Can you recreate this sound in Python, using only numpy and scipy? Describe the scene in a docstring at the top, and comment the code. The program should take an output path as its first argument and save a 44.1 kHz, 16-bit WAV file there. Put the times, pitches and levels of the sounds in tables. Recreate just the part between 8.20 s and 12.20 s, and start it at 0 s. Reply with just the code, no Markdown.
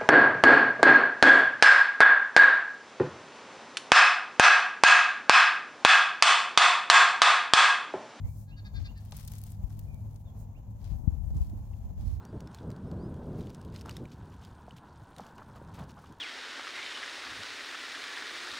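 """Goats walk through dry grassland: hooves crush the grass and knock on the earth, stems snap,
blades swish and a woody stalk ticks. Most of this is made of clicks and short bursts of noise.
A distant bird gives six rasping notes (a buzz shaped by its throat) and another whistles.
Wind buffets the two microphone ports (their openings) with gusts and thumps. Behind it all
are the rumble and hiss of open air and a low drone, probably a far engine."""
import sys
import numpy as np
from scipy import signal
from scipy.fft import rfft, irfft
from scipy.io import wavfile
from scipy.ndimage import uniform_filter1d

SR = 44100
rng = np.random.default_rng(int(sys.argv[2]) if len(sys.argv) > 2 else 0)


def dump_mix(stems):
    """Bounce the given channels to the path in sys.argv[1] as a 16-bit WAV at rate SR."""
    frames = np.atleast_2d(stems).T  # one column per channel
    limited = np.clip(frames, -1, 1)  # hard clip at full scale
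    pcm = np.round(limited * 32767).astype(np.int16)
    wavfile.write(sys.argv[1], SR, pcm)


N = 176400
T = np.arange(N) / SR

# Tone of the open air: (frequency [Hz], relative level [dB])
AIR_SPECTRUM = [(25, -7), (45, 5.5), (70, 3.5), (105, 2), (135, -14.5), (205, -8), (270, -18.5),
                (390, -29.5), (580, -26), (850, -25.5), (1030, -30), (1220, -39.5), (1500, -44),
                (2200, -47), (5200, -53), (6800, -45.5), (8200, -58.5), (11000, -54), (14500, -44.5),
                (16000, -55)]
# Where the air sits; pan is left level minus right level: (frequency [Hz], pan [dB])
AIR_PAN = [(60, 4.5), (200, -2.5), (500, 5.5), (800, -3), (1400, 7), (2400, -2.5), (5000, 5.5),
           (8000, 10.5), (14000, -2.5)]
# How alike the air is in both ears: (frequency [Hz], likeness [0 to 1])
AIR_LIKENESS = [(40, 0.59), (130, 1), (290, 0.72), (640, 0.57), (1400, 0), (15000, 0.031)]
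# Rise and fall of the far rumble: (time [s], level change [dB])
RUMBLE_CURVE = [(0.3, -2), (1.3, -0.5), (2.0, 1), (4, 0)]
# Tones of the drone: (pitch [Hz], level [dB])
DRONE_TONES = [(104, -45), (145.5, -53.5), (194, -59), (286, -73.5), (478, -87.5)]
# Rise and fall of the drone: (time [s], level change [dB])
DRONE_CURVE = [(0, 0.5), (0.8, -2.5), (1.3, 0.5), (2.1, -3), (2.6, -5), (3.0, -4.5), (4, -3)]

# Tone of the wind: (frequency [Hz], relative level [dB])
WIND_SPECTRUM = [(22, -24), (45, 6), (70, 5.5), (110, -6), (200, -19.5), (300, -28.5), (450, -43),
                 (900, -39.5)]
# Gusts on each port: (peak time [s], width [s], level [dB])
LEFT_PORT_GUSTS = [(0.045, 0.042, -33.5), (0.595, 0.038, -27.5), (1.65, 0.13, -39), (2.73, 0.025, -28.5),
                   (2.97, 0.2, -29.5), (3.195, 0.031, -29.5), (3.75, 0.36, -39.5)]
RIGHT_PORT_GUSTS = [(0.05, 0.0077, -28), (3.17, 0.045, -26.5), (3.325, 0.082, -34.5), (3.66, 0.015, -31.5),
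                    (3.90, 0.081, -27.5)]
# Small whirls of air hit the ports: (time [s], width [s], peak level [dB], pan [dB])
WIND_THUMPS = [(1.438, 0.0027, -19, 18), (2.718, 0.0014, -22, 17), (2.876, 0.0015, -8.5, 46),
               (3.036, 0.0025, -27.5, 14), (3.077, 0.003, -19.5, 32), (3.16, 0.0021, -16.5, 20),
               (3.205, 0.0032, -17, 25), (3.867, 0.0014, -25, -20)]

# Whistles: (time [s], length [s], start pitch [Hz], middle pitch [Hz], end pitch [Hz], level [dB])
BIRD_WHISTLES = [(0.038, 0.024, 2040, 2106, 1770, -68), (0.047, 0.076, 2170, 2320, 2360, -71.5),
                 (0.304, 0.053, 2490, 2780, 3030, -64.5), (0.669, 0.045, 2610, 2765, 3100, -61.5),
                 (0.867, 0.035, 3180, 3230, 3060, -78), (1.667, 0.105, 2370, 2400, 2165, -69),
                 (2.048, 0.062, 3700, 3500, 3170, -74.5), (2.344, 0.044, 1940, 2740, 3050, -73)]
# Rasping notes: (middle time [s], half length [s], pitch [Hz], level [dB], throat tuning [ratio])
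RASP_NOTES = [(0.302, 0.02, 413.5, -67, 0.97), (0.387, 0.016, 414, -59, 1.02),
              (0.466, 0.015, 417, -55.5, 1.05), (0.568, 0.019, 404.4, -53, 1.02),
              (0.663, 0.015, 405, -53, 1.037), (0.777, 0.016, 446.4, -61.5, 1.05)]
# How the bird's throat shapes its voice: (frequency [Hz], relative level [dB])
THROAT_SPECTRUM = [(800, -43), (1220, -10), (1400, -22), (1650, 5), (2000, -10.5), (2450, -5), (2850, -21),
                   (3200, -19), (3620, -1), (4020, -12), (4480, 3), (4800, -11), (5300, -15), (6400, -21),
                   (7500, -24)]

# Grass blades brush softly: (peak time [s], width [s], level [dB])
BLADE_SWISHES = [(0.10, 0.044, -65.5), (0.195, 0.043, -63.5), (1.55, 0.28, -79), (2.205, 0.025, -65.5),
                 (2.51, 0.0054, -70.5), (2.75, 0.13, -72.5), (3.06, 0.045, -72.5), (3.22, 0.1, -73),
                 (3.46, 0.026, -78)]
# Tone of a swish: (frequency [Hz], relative level [dB])
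SWISH_SPECTRUM = [(1500, -43), (4000, 8), (6800, 15.5), (9000, 13), (12000, 15), (15000, 15)]
# Ringing tones of a woody stalk: (pitch [Hz], relative level [dB])
STALK_TONES = [(2150, -7), (2697, -1), (2982, -7.5)]
# Hooves hit the earth: (time [s], level [dB], pitch [Hz])
HOOF_KNOCKS = [(0.9235, -46.5, 765), (1.502, -61, 1000), (2.876, -53, 547), (3.105, -53.5, 590),
               (3.294, -71, 636), (3.328, -38.5, 213)]
# Dry stems break: (time [s], relative level [dB], fade time [s], pitch [Hz])
STEM_SNAPS = [(0.600, -59, 0.0022, 4850), (0.627, -54, .002, 11000), (0.777, -53, 0.0029, 11000),
              (0.851, -50.5, 0.0037, 11300), (0.910, -46, 0.0034, 13100), (0.9212, -37, 0.004, 3850),
              (0.966, -38, 0.0018, 11000), (0.9677, -35, 0.0046, 11600), (1.01, -60, 0.0019, 6000),
              (1.0495, -42, 0.003, 11000), (1.0762, -35, 0.0037, 11500), (1.080, -41, 0.0047, 4530),
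              (1.1183, -36.5, 0.0027, 12200), (1.136, -48, .003, 7500), (1.1545, -40.5, 0.0014, 7500),
              (1.183, -41, 0.0051, 10000), (1.215, -40, 0.0017, 11000), (1.2378, -31.5, 0.0015, 13100),
              (1.258, -50, .001, 11000), (1.267, -45, .004, 9100), (1.302, -50, 0.012, 11000),
              (1.3195, -42.5, 0.0029, 10300), (1.504, -50, 0.0016, 6040), (1.5926, -36.5, 0.0017, 11200),
              (1.744, -47.5, 0.0014, 9000), (1.9445, -50, 0.00082, 12000), (1.9603, -50, 0.003, 6300),
              (2.643, -49.5, 0.004, 4620), (2.712, -59, 0.0043, 3300), (3.105, -55.5, 0.0023, 4000),
              (3.166, -55.5, 0.013, 5930), (3.878, -52, 0.0035, 6000)]
# Tone of crushed grass: (frequency [Hz], relative level [dB])
CRUSH_SPECTRUM = [(400, -14.5), (900, 2), (1600, -2.5), (2800, -3), (4800, -0.5), (7000, -3.5),
                  (9000, -3.5), (12000, -3), (16000, -4)]
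# Hooves press the grass: (time [s], hold [s], level [dB], treble change [dB], pan [dB])
HOOF_STEPS = [(0.59, 0.022, -58, -31, 0), (0.782, 0.13, -65, -3.5, 4), (0.935, 0.021, -51.5, -4, 5.5),
              (0.972, 0.062, -56.5, 0, 4.5), (1.079, 0.082, -59.5, 1, 5), (1.15, 0.196, -65, 1.5, 4.5),
              (1.432, 0.21, -71, 2, 7.5), (1.647, 0.37, -84.5, 7, 16), (2.616, 0.11, -65.5, -14, 10),
              (2.86, 0.29, -84, 5, 12), (3.137, 0.15, -70.5, -1, 12), (3.292, 0.36, -78.5, 1.5, 12),
              (3.795, 0.156, -65.5, -4.5, 11)]

STEM_PAN_DB = 3


def from_db(db):
    """Turn decibels into a number to multiply a sound by."""
    return 10 ** (np.asarray(db) / 20)


def rms_one(x):
    """Scale a signal so that its average power is 1."""
    return x / np.sqrt(np.mean(x ** 2) + 1e-20)


def at_hz(points, hz):
    """Read between the rows of a table, with octaves evenly spaced."""
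    freqs, values = np.transpose(points)
    return np.interp(np.log(hz), np.log(freqs), values)


def pan(db):
    """Left and right gains; positive decibels move the sound left."""
    return from_db(np.array([[db], [-db]]) / 2)


def drift(rate_hz):
    """A smooth random wobble of about size 1; a higher rate wobbles faster."""
    pole = np.exp(-80 * np.pi * rate_hz / SR)
    slow = signal.lfilter([1], [1, -2 * pole, pole * pole], rng.standard_normal(N // 40 + 2002))[2000:]
    return np.interp(np.arange(N) / 40, np.arange(len(slow)), rms_one(slow))


def band(x, low_hz, high_hz, order=2):
    """Keep the sound between two frequencies."""
    edges = [low_hz, min(high_hz, SR / 2 - 1000)]
    return signal.sosfilt(signal.butter(order, edges, "band", fs=SR, output="sos"), x + 1e-18)


def colour(x, spectrum):
    """Give a sound the tone in a table; white noise keeps its power."""
    hz = np.maximum(np.arange(N // 2 + 1) * SR / N, 1)
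    gain = rms_one(from_db(at_hz(spectrum, hz)))
    # Make the filter ring only after a click, never before it.
    cepstrum = irfft(np.log(gain), N)
    cepstrum[1:N // 2] *= 2
    cepstrum[N // 2 + 1:] = 0
    response = irfft(np.exp(rfft(cepstrum)), N)[:SR // 10]
    return signal.fftconvolve(x, response[None], axes=1)[:, :N]


def white():
    """Plain hiss, separate for left and right."""
    return rng.standard_normal((2, N))


def swells(rows):
    """A loudness curve made of smooth bumps."""
    bumps = (from_db(db) * np.exp(-.5 * ((T - s) / width) ** 2) for s, width, db in rows)
    return np.sqrt(sum(bump ** 2 for bump in bumps))


def decay(start, fade_s):
    """A loudness curve that starts suddenly and dies away."""
    return (T >= start) * np.exp(-np.minimum(np.abs(T - start) / fade_s, 50))


def air():
    """A slowly swelling far rumble and fine hiss, alike in both ears only in the low range."""
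    hz = np.maximum(np.arange(N // 2 + 1) * SR / N, 1)
    sides = np.array([[1], [-1]])
    alike = np.clip(at_hz(AIR_LIKENESS, hz), -1, 1)
    shared, opposed = rfft(white())
    blend = np.sqrt(1 + alike) * shared + np.sqrt(1 - alike) * opposed * sides
    noise = irfft(blend * from_db(sides * at_hz(AIR_PAN, hz) / 2), N)
    flickering_db = -43.5 + 2 * drift(15)
    noise = from_db(flickering_db) * rms_one(colour(noise, AIR_SPECTRUM))
    rumble = signal.sosfiltfilt(signal.butter(2, [160, 1200], "band", fs=SR, output="sos"), noise)
    return noise - rumble + rumble * from_db(np.interp(T, *np.transpose(RUMBLE_CURVE)))


def drone():
    """A low hum, probably a far engine; each tone wavers in pitch and loudness."""
    curve_db = np.interp(T, *np.transpose(DRONE_CURVE))
    out = 0
    for hz, db in DRONE_TONES:
        gain = from_db(db + curve_db + 3.5 * drift(10.5))
        pitch = hz * (1 + .01968 * drift(7.95))
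        out += gain * np.sqrt(2) * np.sin(2 * np.pi * np.cumsum(pitch) / SR)
    return out


def wind():
    """Each port gets its own gusts; single whirls of air thump, mostly on one port."""
    churn = colour(white(), WIND_SPECTRUM)
    churn /= np.sqrt(uniform_filter1d(churn ** 2, size=SR // 16, axis=1))  # even out the loudness
    out = band(churn, 3, 800, order=4) * [swells(LEFT_PORT_GUSTS), swells(RIGHT_PORT_GUSTS)]
    for s, width, db, pan_db in WIND_THUMPS:
        push = (1 + ((T - s) / width) ** 2 / 4) ** -2.5
        thump = band(push, low_hz=53.3, high_hz=390, order=3)
        out += from_db(db) * thump / np.abs(thump).max() * pan(pan_db) / pan(pan_db).max()
    return out


def far_off(call, scatter_db):
    """A distant call reaches the left port first, and the scrub scatters it into a short echo."""
    lag_s, fade_s = .0002, .051
    tail = white()[:, :SR // 2] * np.exp(-T[:SR // 2] / fade_s)
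    tail /= np.sqrt(np.sum(tail ** 2, axis=1, keepdims=True))
    direct = np.array([call, np.interp(T - lag_s, T, call)])
    return direct + from_db(scatter_db) * signal.fftconvolve(call[None], tail, axes=1)[:, :N]


def whistling_bird():
    """Thin, fluttering whistles: each is one tone sliding through three pitches."""
    out = np.zeros(N)
    waver = 1 + .01 * drift(120)
    for s, length, start_hz, middle_hz, end_hz, db in BIRD_WHISTLES:
        now = (T > s) & (T < s + length)
        progress = (T[now] - s) / length
        slide = np.polyfit([0, .5, 1], [start_hz, middle_hz, end_hz], 2)
        pitch = np.polyval(slide, progress) * waver[now]
        envelope = from_db(db) * np.sqrt(2) * np.sin(np.pi * progress)
        out[now] += envelope * np.sin(2 * np.pi * np.cumsum(pitch) / SR)
    return out * from_db(2.5 * drift(81))


def rasping_bird():
    """Short harsh notes: shaky overtones, shaped by the throat, rise and fall in pitch together."""
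    voice, rasp = np.zeros((2, N + SR))
    size = SR // 5
    t = (np.arange(size) - size / 2) / SR
    overtones = np.arange(2, 19)[:, None]
    jitter = 1 + .007 * drift(204)
    shimmer = from_db(2.5 * np.array([drift(150) for _ in overtones]))
    for s, half, hz, db, tuning in RASP_NOTES:
        start = int(s * SR) - size // 2
        now = slice(start, start + size)
        from_middle = np.clip(t / half, -2, 2)
        arch = 1 - .024 * from_middle ** 2 - .014 * from_middle  # ends lower than it starts
        phase = 2 * np.pi * np.cumsum(hz * arch * jitter[now]) / SR
        strengths = from_db(at_hz(THROAT_SPECTRUM, overtones * hz / tuning)) * shimmer[:, now]
        buzz = rms_one((strengths * np.sin(overtones * phase)).sum(axis=0))
        envelope = from_db(db) * np.exp(-.7 * np.abs(t / half) ** 2.5)
        voice[now] += buzz * envelope
        rasp[now] += envelope * (1 + np.cos(phase))  # hiss pulses in time with the buzz
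    return voice[:N] + from_db(-9) * rasp[:N] * colour(white(), THROAT_SPECTRUM)[0]


def swishes():
    """Grass blades brush past in soft swells of bright hiss."""
    return swells(BLADE_SWISHES) * colour(white(), SWISH_SPECTRUM) * pan(db=5)


def stalk(time_s=3.535, level_db=-62):
    """A woody stalk is struck once and rings with a tiny tick."""
    ring = sum(from_db(level_db + db) * np.sin(2 * np.pi * hz * (T - time_s)) for hz, db in STALK_TONES)
    return decay(time_s, fade_s=.0043) * ring * pan(STEM_PAN_DB)


def knocks():
    """A hoof hits the earth with a short, dull burst of noise."""
    noise, out = white(), 0
    for s, db, hz in HOOF_KNOCKS:
        envelope = decay(s, fade_s=.007)
        thud = band((noise[0] + .5 * noise) * envelope, hz * .6, hz * 1.5, order=3)
        out += from_db(db) * rms_one(thud) * np.sqrt(np.mean(envelope ** 2))
    return out


def snaps():
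    """A dry stem breaks in a ragged burst of a few milliseconds."""
    out, size = np.zeros((2, N + SR)), SR // 10
    spread, rough_db = 2 ** .53, 1.5  # about half an octave to each side of the pitch
    for s, db, fade_s, hz in STEM_SNAPS:
        fibres = rms_one(rng.standard_normal((2, size)) * from_db(rough_db * rng.standard_normal(size)))
        envelope = np.exp(-T[:size] / fade_s)
        crack = rms_one(band(fibres * envelope, hz / spread, hz * spread, order=1))
        start = int(s * SR)
        out[:, start:start + size] += from_db(db) * crack * np.sqrt(np.mean(envelope ** 2)) / 2
    return out[:, :N] * pan(STEM_PAN_DB)


def steps():
    """Each hoof crushes many grass fibres: dense clicks that build, hold and die away."""
    clicks_per_s, treble_hz, release_s = 2400, 7000, .03
    sizes = from_db(3.7 * np.minimum(rng.exponential(1, N), 4.5))  # many small, a few big
    clicks = rms_one((rng.random(N) < clicks_per_s / SR) * sizes * white())
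    crackle = rms_one(colour(clicks + from_db(-1) * white(), CRUSH_SPECTRUM))
    crackle *= from_db(2 * drift(49))  # the level flutters
    body = signal.sosfiltfilt(signal.butter(2, treble_hz, fs=SR, output="sos"), crackle)
    body_power = treble_power = 0
    for s, hold, db, treble_db, pan_db in HOOF_STEPS:
        rise = np.clip((T - s) / (.76 * hold) + .5, 0, 1)
        fall = np.exp(-np.maximum(T - s - hold, 0) / release_s)
        gain = from_db(db) * pan(pan_db) * rise * fall
        body_power += gain ** 2
        treble_power += (gain * from_db(treble_db)) ** 2
    return np.sqrt(body_power) * body + np.sqrt(treble_power) * (crackle - body)


def scene():
    """Add up the goats, birds, drone, air and wind."""
    goats = steps() + snaps() + knocks() + stalk() + swishes()
    rasps = far_off(rasping_bird(), scatter_db=-11) * pan(db=1.5)
    whistles = far_off(whistling_bird(), scatter_db=-7) * pan(db=-7.5)
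    return goats + rasps + whistles + drone() + air() + wind()


def record(dry):
    """Cut the deepest bass (below 24 Hz) and the highest treble (above 16200 Hz)."""
    dry = signal.sosfilt(signal.butter(2, 24, "high", fs=SR, output="sos"), dry)
    return signal.sosfilt(signal.ellip(10, .1, 80, 16200, fs=SR, output="sos"), dry)


dry = scene()
out = record(dry)
dump_mix(out)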